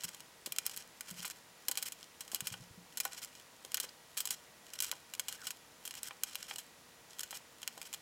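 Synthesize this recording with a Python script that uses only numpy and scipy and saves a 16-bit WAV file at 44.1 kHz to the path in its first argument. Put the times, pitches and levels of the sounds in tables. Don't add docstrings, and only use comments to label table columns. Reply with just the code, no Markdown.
import sys
import numpy as np
from scipy import signal
from scipy.fft import rfft, irfft
from scipy.io import wavfile

SR = 44100
rng = np.random.default_rng(int(sys.argv[2]) if len(sys.argv) > 2 else 0)


def dump_mix(stems):
    frames = np.atleast_2d(stems).T
    limited = np.clip(frames, -1, 1)
    pcm = np.round(limited * 32767).astype(np.int16)
    wavfile.write(sys.argv[1], SR, pcm)


N = 353241
TIME = np.arange(N) / SR
CUTOFF_HZ = 16200

# t/s, level/dB, scrape t60/s, brightness/dB
SNAPS = [(0.0358, -18, 0.055, 5.5), (0.461, -16, 0.056, 2.5), (0.522, -13, 0.026, 8),
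         (0.5854, -6.5, 0.015, 0), (0.6645, -4.5, 0.012, 10.5), (0.7636, -20.5, 0.011, 10),
         (0.7745, -15, 0.014, 9), (1.0087, -16, 0.018, 0.5), (1.1108, -23.5, 0.041, 3.5),
         (1.2523, -18, 0.087, 4), (1.278, -22, 0.026, 11), (1.6839, -7, 0.033, 6),
         (1.7135, -11.5, 0.035, 7.5), (1.7736, -11, 0.064, 1), (1.8265, -10, .029, 6),
         (1.9218, -21, 0.037, 5), (2.2076, -20, 0.056, 3.5), (2.3171, -25, 0.17, 1),
         (2.3471, -5, 0.0046, 10), (2.357, -20.5, 0.044, 2), (2.406, -12, 0.017, 1.5),
         (2.471, -12.5, 0.053, 3.5), (2.9728, -13.5, 0.049, 4.5), (3.002, -7.5, 0.03, 6),
         (3.052, -11, 0.02, 14), (3.2466, -18.5, 0.019, 7), (3.6497, -22, 0.0089, -1.5),
         (3.7444, -4, 0.02, 6), (3.7712, -13.5, 0.031, 3), (3.8008, -10, 0.038, 4.5),
         (4.1742, -14, 0.12, 4.5), (4.2044, -10.5, 0.033, 7.5), (4.2546, -13, 0.034, 7.5),
         (4.2738, -17, 0.021, 2), (4.3068, -10.5, 0.043, 7), (4.736, -21, 0.034, 3), (4.804, -8, 0.026, 7),
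         (4.823, -11, 0.044, 13), (4.9149, -11.5, 0.023, 2), (5.1373, -17, 0.021, 1),
         (5.1958, -9.5, 0.029, 2), (5.2841, -13.5, 0.038, 3), (5.326, -17, 0.0079, 3),
         (5.4698, -15.5, 0.058, 1.5), (5.5063, -17, 0.042, 4.5), (5.853, -23, 0.12, 4.5),
         (5.877, -17, 0.012, 4), (5.909, -20.5, 0.022, -2), (5.94, -26.5, 0.031, -8),
         (6.032, -12.5, 0.013, 10), (6.2355, -6, 0.016, 5.5), (6.3553, -13.5, 0.01, 0.5),
         (6.5597, -20, 0.023, 1), (6.584, -21, 0.089, 2), (7.1941, -16, 0.014, -2.5),
         (7.2329, -15.5, 0.033, -0.5), (7.3083, -23, 0.067, 4), (7.63, -20, 0.021, -6.5),
         (7.6768, -11, 0.017, 0.5), (7.8157, -20, 0.028, -4.5), (7.938, -17, 0.029, -1)]
# t/s, length/s, level/dB
PULLS = [(0.037, 0.021, -42), (0.079, 0.018, -45), (0.652, 0.035, -45.5), (0.732, 0.019, -47),
         (0.764, 0.053, -48.5), (1.07, 0.03, -49.5), (1.163, 0.045, -48), (1.221, 0.024, -45.5),
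         (1.305, 0.019, -44), (1.853, 0.038, -43), (2.44, 0.032, -48), (2.519, 0.029, -46.5),
         (3.03, 0.055, -48.5), (3.12, 0.036, -51.5), (3.175, 0.022, -44), (3.216, 0.029, -44.5),
         (3.733, 0.0087, -53), (3.824, 0.034, -45.5), (4.302, 0.05, -43.5), (4.749, 0.016, -45.5),
         (4.822, 0.031, -41.5), (4.861, 0.04, -46), (5.288, 0.074, -50), (5.432, 0.063, -50),
         (5.962, 0.036, -45), (6.038, 0.053, -46.5), (6.259, 0.079, -51.5), (6.382, 0.078, -53.5),
         (6.48, 0.064, -48), (7.204, 0.013, -41), (7.336, 0.044, -44), (7.85, 0.031, -48)]
# f/Hz, level/dB
SLIDE_COLOUR = [(60, -8), (200, -5.5), (650, -12), (1400, 1), (3000, 0.5), (6500, 0.5), (10000, 1),
                (15500, -2), (16500, -44)]
# f/Hz, width/Hz, gain/dB
MIC_PATH = [(505, 42, 7.5), (798, 40, 9), (1008, 69, 4.5), (1487, 68, 8), (2415, 64, 7.5), (2896, 127, 7.5),
            (3188, 224, 9), (3750, 110, -7.5), (4080, 143, 7.5), (4810, 65, -2.5), (5050, 140, 6),
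            (5190, 77, -9.5), (5370, 200, 5.5), (6430, 94, 6.5), (6910, 190, 6.5), (7350, 240, 6),
            (7920, 330, 6.5), (8340, 140, 5.5), (11390, 210, 4)]
# f/Hz, width/Hz, gain/dB
SHEEN = [(5640, 770, 5)]


def from_db(db):
    return 10 ** (np.asarray(db) / 20)


def rms_one(x):
    return x / np.sqrt(np.mean(x ** 2) + 1e-20)


def dying(t, t60):
    return np.exp(-np.log(1000) * t / max(t60, 1e-3))


def add(out, s, sound):
    start = int(np.clip(round(s * SR), 0, N - 1))
    out[start:start + len(sound)] += sound[:N - start]


def butter(x, order, hz, kind="low"):
    return signal.sosfilt(signal.butter(order, hz, kind, fs=SR, output="sos"), x)


def drift(rate_hz):
    return rms_one(butter(rng.standard_normal(N + SR), 2, rate_hz)[SR:])


def colour(x, spectrum, resonances=(), size=8192):
    hz = np.maximum(np.fft.rfftfreq(size, 1 / SR), 1)
    points, levels = np.transpose(spectrum)
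    db = np.interp(np.log(hz), np.log(points), levels)
    for centre, width, peak_db in resonances:
        db += peak_db / (1 + (2 * (hz - centre) / width) ** 2)
    cepstrum = irfft(np.log(from_db(db)))[:size // 2]
    cepstrum[1:] *= 2
    response = np.exp(rfft(cepstrum, size))
    response /= np.sqrt(np.mean(np.abs(response) ** 2 * (hz < CUTOFF_HZ)))
    return signal.fftconvolve(x, irfft(response)[:size // 2])[:N]


def fibres(per_s, spread_db, judder_db, judder_hz):
    slips = (rng.random(N) < per_s / SR) * rng.choice([-1, 1], N)
    sizes = from_db(spread_db * np.minimum(rng.exponential(1, N), 4))
    return rms_one(slips * sizes * from_db(judder_db * drift(judder_hz)))


def electronics(hiss_db):
    # f/Hz, relative level/dB
    hiss_colour = [(15, -58), (25, -21), (170, -9), (427, -12.5), (463, -13), (560, -10.5), (6050, -18),
                   (7310, -20), (16000, -26.5)]
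    # f/Hz, rms level/dB
    tones = [(473.7, -76), (958.2, -77.5), (1922, -75.5), (7074, -78.5), (9900, -80), (10550, -80)]
    hiss = from_db(hiss_db) * colour(rng.standard_normal(N), hiss_colour)
    whine = sum(from_db(db) * np.sqrt(2) * np.sin(2 * np.pi * hz * TIME + drift(10.7))
                for hz, db in tones)
    return hiss + whine


def regrips(grip_db, reach_s, scuff_db, scuff_hz, band_hz):
    # t/s, length/s, level/dB
    brushes = [(0.0, 0.033, -49.5), (1.963, 0.11, -56.5), (2.578, 0.097, -56.5), (3.31, 0.15, -55.5),
               (4.624, 0.12, -62), (7.067, 0.11, -59)]
    touch = np.zeros(N)
    for s, length, _ in PULLS:
        add(touch, s - reach_s, np.hanning(int((length + 2 * reach_s) * SR)))
    touch *= from_db(grip_db + scuff_db * np.tanh(drift(scuff_hz)))
    for s, length, level_db in brushes:
        add(touch, s, from_db(level_db) * np.hanning(int(length * SR)))
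    grain = fibres(per_s=4000, spread_db=2.5, judder_db=8.5, judder_hz=129)
    rub = colour(grain, SLIDE_COLOUR, MIC_PATH + SHEEN)
    return touch * butter(rub, 1, band_hz, "band")


def fidgets(per_s, level_db, spread_db, t60):
    busy = np.zeros(N)
    for s, *_ in SNAPS:
        add(busy, s - 1 / 6, np.hanning(SR // 3))
    chance = per_s * busy / busy.mean() / SR
    shifts = (rng.random(N) < chance) * from_db(level_db - spread_db * rng.random(N))
    grip = signal.fftconvolve(shifts, dying(TIME[:SR // 8], t60))[:N]
    return colour(grip * rng.standard_normal(N), SLIDE_COLOUR, MIC_PATH)


def snaps(slips_db, slips_s, flurry_db, flurry_t60, uneven_db, scrape_db, slip_count=4):
    out, t = np.zeros(N), TIME[:SR // 8]
    weave = np.pad(fibres(per_s=6000, spread_db=0.5, judder_db=1.0, judder_hz=372), (0, len(t)))
    for s, level_db, scrape_t60, bright_db in SNAPS:
        flurry = rng.standard_normal(len(t)) * dying(t, flurry_t60)
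        flurry *= from_db(uneven_db * rng.standard_normal(len(t)))
        snap = from_db(flurry_db) * flurry / np.linalg.norm(flurry)
        snap += from_db(scrape_db) * weave[int(s * SR):][:len(t)] * dying(t, scrape_t60)
        snap[0] += np.sqrt(0.5)
        turns = (np.arange(slip_count) + 1 + rng.random(slip_count)) / (slip_count + 1)
        delays = (slips_s * turns ** 2 * SR).astype(int)
        snap[delays] += from_db(slips_db) * rng.choice([-1, 1], slip_count)
        tilt = [(3040, -bright_db / 2), (11500, bright_db / 2)]
        add(out, s, from_db(level_db) * colour(snap, tilt))
    return out


def cord_speed(take_up_s=0.0033, tighten_db=0.5, stop_s=0.0054):
    speed = np.zeros(N)
    for s, length, level_db in PULLS:
        t = TIME[:int(length * SR)]
        edges = np.clip(np.minimum(t / take_up_s, (t[-1] - t) / stop_s), 0, 1)
        add(speed, s, edges * from_db(level_db + tighten_db * (t / t[-1] - 2)))
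    return speed


def pulls(uneven_db, uneven_hz, fast_db):
    speed = cord_speed() * from_db(uneven_db * drift(uneven_hz))
    grain = fibres(per_s=16000, spread_db=0.6, judder_db=2.0, judder_hz=253)
    friction = colour(grain, SLIDE_COLOUR, MIC_PATH + SHEEN)
    body = butter(friction, 1, hz=5500)
    treble = (friction - body) * speed / from_db(fast_db)
    return speed * (body + treble)


def bumps(swell_s, table_hz, table_t60, table_db, uneven_db, uneven_hz):
    # t/s, level/dB, f/Hz
    pushes = [(0.042, -55, 171), (1.111, -49, 180), (1.189, -50.5, 172), (2.419, -50, 145),
              (2.513, -45, 121), (2.601, -46.5, 131), (2.704, -55.5, 108), (2.774, -48, 186)]
    out, t = np.zeros(N), TIME[:SR // 4]
    swell = (t / swell_s * np.exp(1 - t / swell_s)) ** 2
    ring = np.sin(2 * np.pi * table_hz * t) * dying(t, table_t60) * (1 - np.exp(-t / swell_s))
    for s, level_db, hz in pushes:
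        push = swell * np.sin(2 * np.pi * hz * t)
        add(out, s, from_db(level_db) * (push + from_db(table_db) * ring))
    return out * from_db(uneven_db * drift(uneven_hz))


def ticks(scatter_db, t60):
    # t/s, level/dB
    flicks = [(0.1467, -23), (0.205, -23), (0.563, -18), (0.696, -19), (0.7151, -25), (1.1043, -23),
              (1.3007, -20), (1.717, -13), (1.755, -20), (1.8196, -25), (2.279, -24.5), (3.0078, -11),
              (3.399, -30), (3.7189, -19.5), (4.1709, -18), (4.8535, -19), (5.151, -20.5), (5.953, -20.5),
              (7.1864, -26), (7.6185, -26), (7.7784, -24), (7.829, -24), (7.9293, -18), (7.9454, -17.5)]
    out, t = np.zeros(N), TIME[:SR // 32]
    for s, level_db in flicks:
        scatter = rng.standard_normal(len(t)) * dying(t, t60)
        tick = from_db(scatter_db) * scatter / np.linalg.norm(scatter)
        tick[0] += 1
        add(out, s, from_db(level_db) * tick / np.linalg.norm(tick))
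    return out


def taps(t60, band_ratio, rattle_db, wood_db, wood_t60):
    # t/s, level/dB, centre f/Hz
    contacts = [(0.473, -45, 263), (1.2473, -36.5, 1600), (1.694, -44, 395), (2.333, -46, 356),
                (2.5402, -38, 1550), (3.054, -32, 990), (3.648, -49, 470), (3.779, -37, 1710),
                (3.840, -42.5, 810), (4.927, -39.5, 1170), (6.109, -40, 1290), (6.511, -35, 1730),
                (7.328, -39.5, 1220), (7.776, -45.5, 524)]
    out, t = np.zeros(N), TIME[:SR // 8]
    decay = dying(t, t60)
    for s, level_db, hz in contacts:
        force = from_db(rattle_db) * rng.standard_normal(len(t)) * decay
        force[0] += 1
        band_hz = np.array([hz / band_ratio, hz * band_ratio])
        contact = butter(force, 2, band_hz, "band")
        wood = butter(rng.standard_normal(len(t)), 2, band_hz / 2, "band") * dying(t, wood_t60)
        knock = colour(contact + from_db(wood_db) * wood, [(hz, 0)], MIC_PATH)
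        add(out, s, from_db(level_db) * knock * np.linalg.norm(decay) / np.linalg.norm(knock))
    return out


def squeaks(wobble):
    # t/s, length/s, first f/Hz, last f/Hz, level/dB
    glides = [(3.887, 0.014, 4550, 4540, -46.5), (5.381, 0.072, 1977, 1374, -50.5)]
    out, waver, grip = np.zeros(N), drift(280), np.abs(drift(120))
    for s, length, first_hz, last_hz, level_db in glides:
        progress = np.linspace(0, 1, int(length * SR))
        hz = last_hz + (first_hz - last_hz) * (1 - progress) ** 2
        hz *= 1 + wobble * waver[int(s * SR):][:len(hz)]
        tone = np.sin(2 * np.pi * np.cumsum(hz) / SR)
        add(out, s, from_db(level_db) * np.sin(np.pi * progress) * tone)
    return out * grip


def room(x, t60, wall_hz, gap_s=0.004):
    t = TIME[:SR // 2]
    tail = rng.standard_normal(len(t)) * dying(t, t60) * (t > gap_s)
    tail = butter(tail, 1, wall_hz)
    return signal.fftconvolve(x, tail / np.linalg.norm(tail))[:N]


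def scene():
    # f/Hz, level/dB
    crack_colour = [(60, -24), (200, -14.5), (650, -8.5), (1100, 0.5), (3000, 4.5), (7500, 4), (10000, 3.5),
                    (15000, 1), (16500, -13)]
    releases = snaps(slips_db=-22, slips_s=0.002, flurry_db=-8.5, flurry_t60=0.038,
                     uneven_db=5, scrape_db=-20)
    releases += ticks(scatter_db=-1.5, t60=0.026)
    cracks = colour(releases, crack_colour, MIC_PATH)
    slides = pulls(uneven_db=1.87, uneven_hz=43.3, fast_db=-45) + squeaks(wobble=0.044)
    fingers = fidgets(per_s=55, level_db=-52, spread_db=5.5, t60=0.007)
    fingers += regrips(grip_db=-63.5, reach_s=0.11, scuff_db=9, scuff_hz=29.8, band_hz=(1760, 9000))
    table = taps(t60=0.036, band_ratio=2.08, rattle_db=-19.5, wood_db=-34.5, wood_t60=0.11)
    table += bumps(swell_s=0.0081, table_hz=178.2, table_t60=0.24, table_db=-4,
                   uneven_db=3.2, uneven_hz=104)
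    near = cracks + slides + fingers + table
    tail = from_db(-20.5) * room(near, t60=0.53, wall_hz=3400)
    return (near + tail + electronics(hiss_db=-60))[None]


def record(dry):
    return signal.sosfilt(signal.ellip(10, 0.3, 70, CUTOFF_HZ, fs=SR, output="sos"), dry)


dry = scene()
out = record(dry)
dump_mix(out)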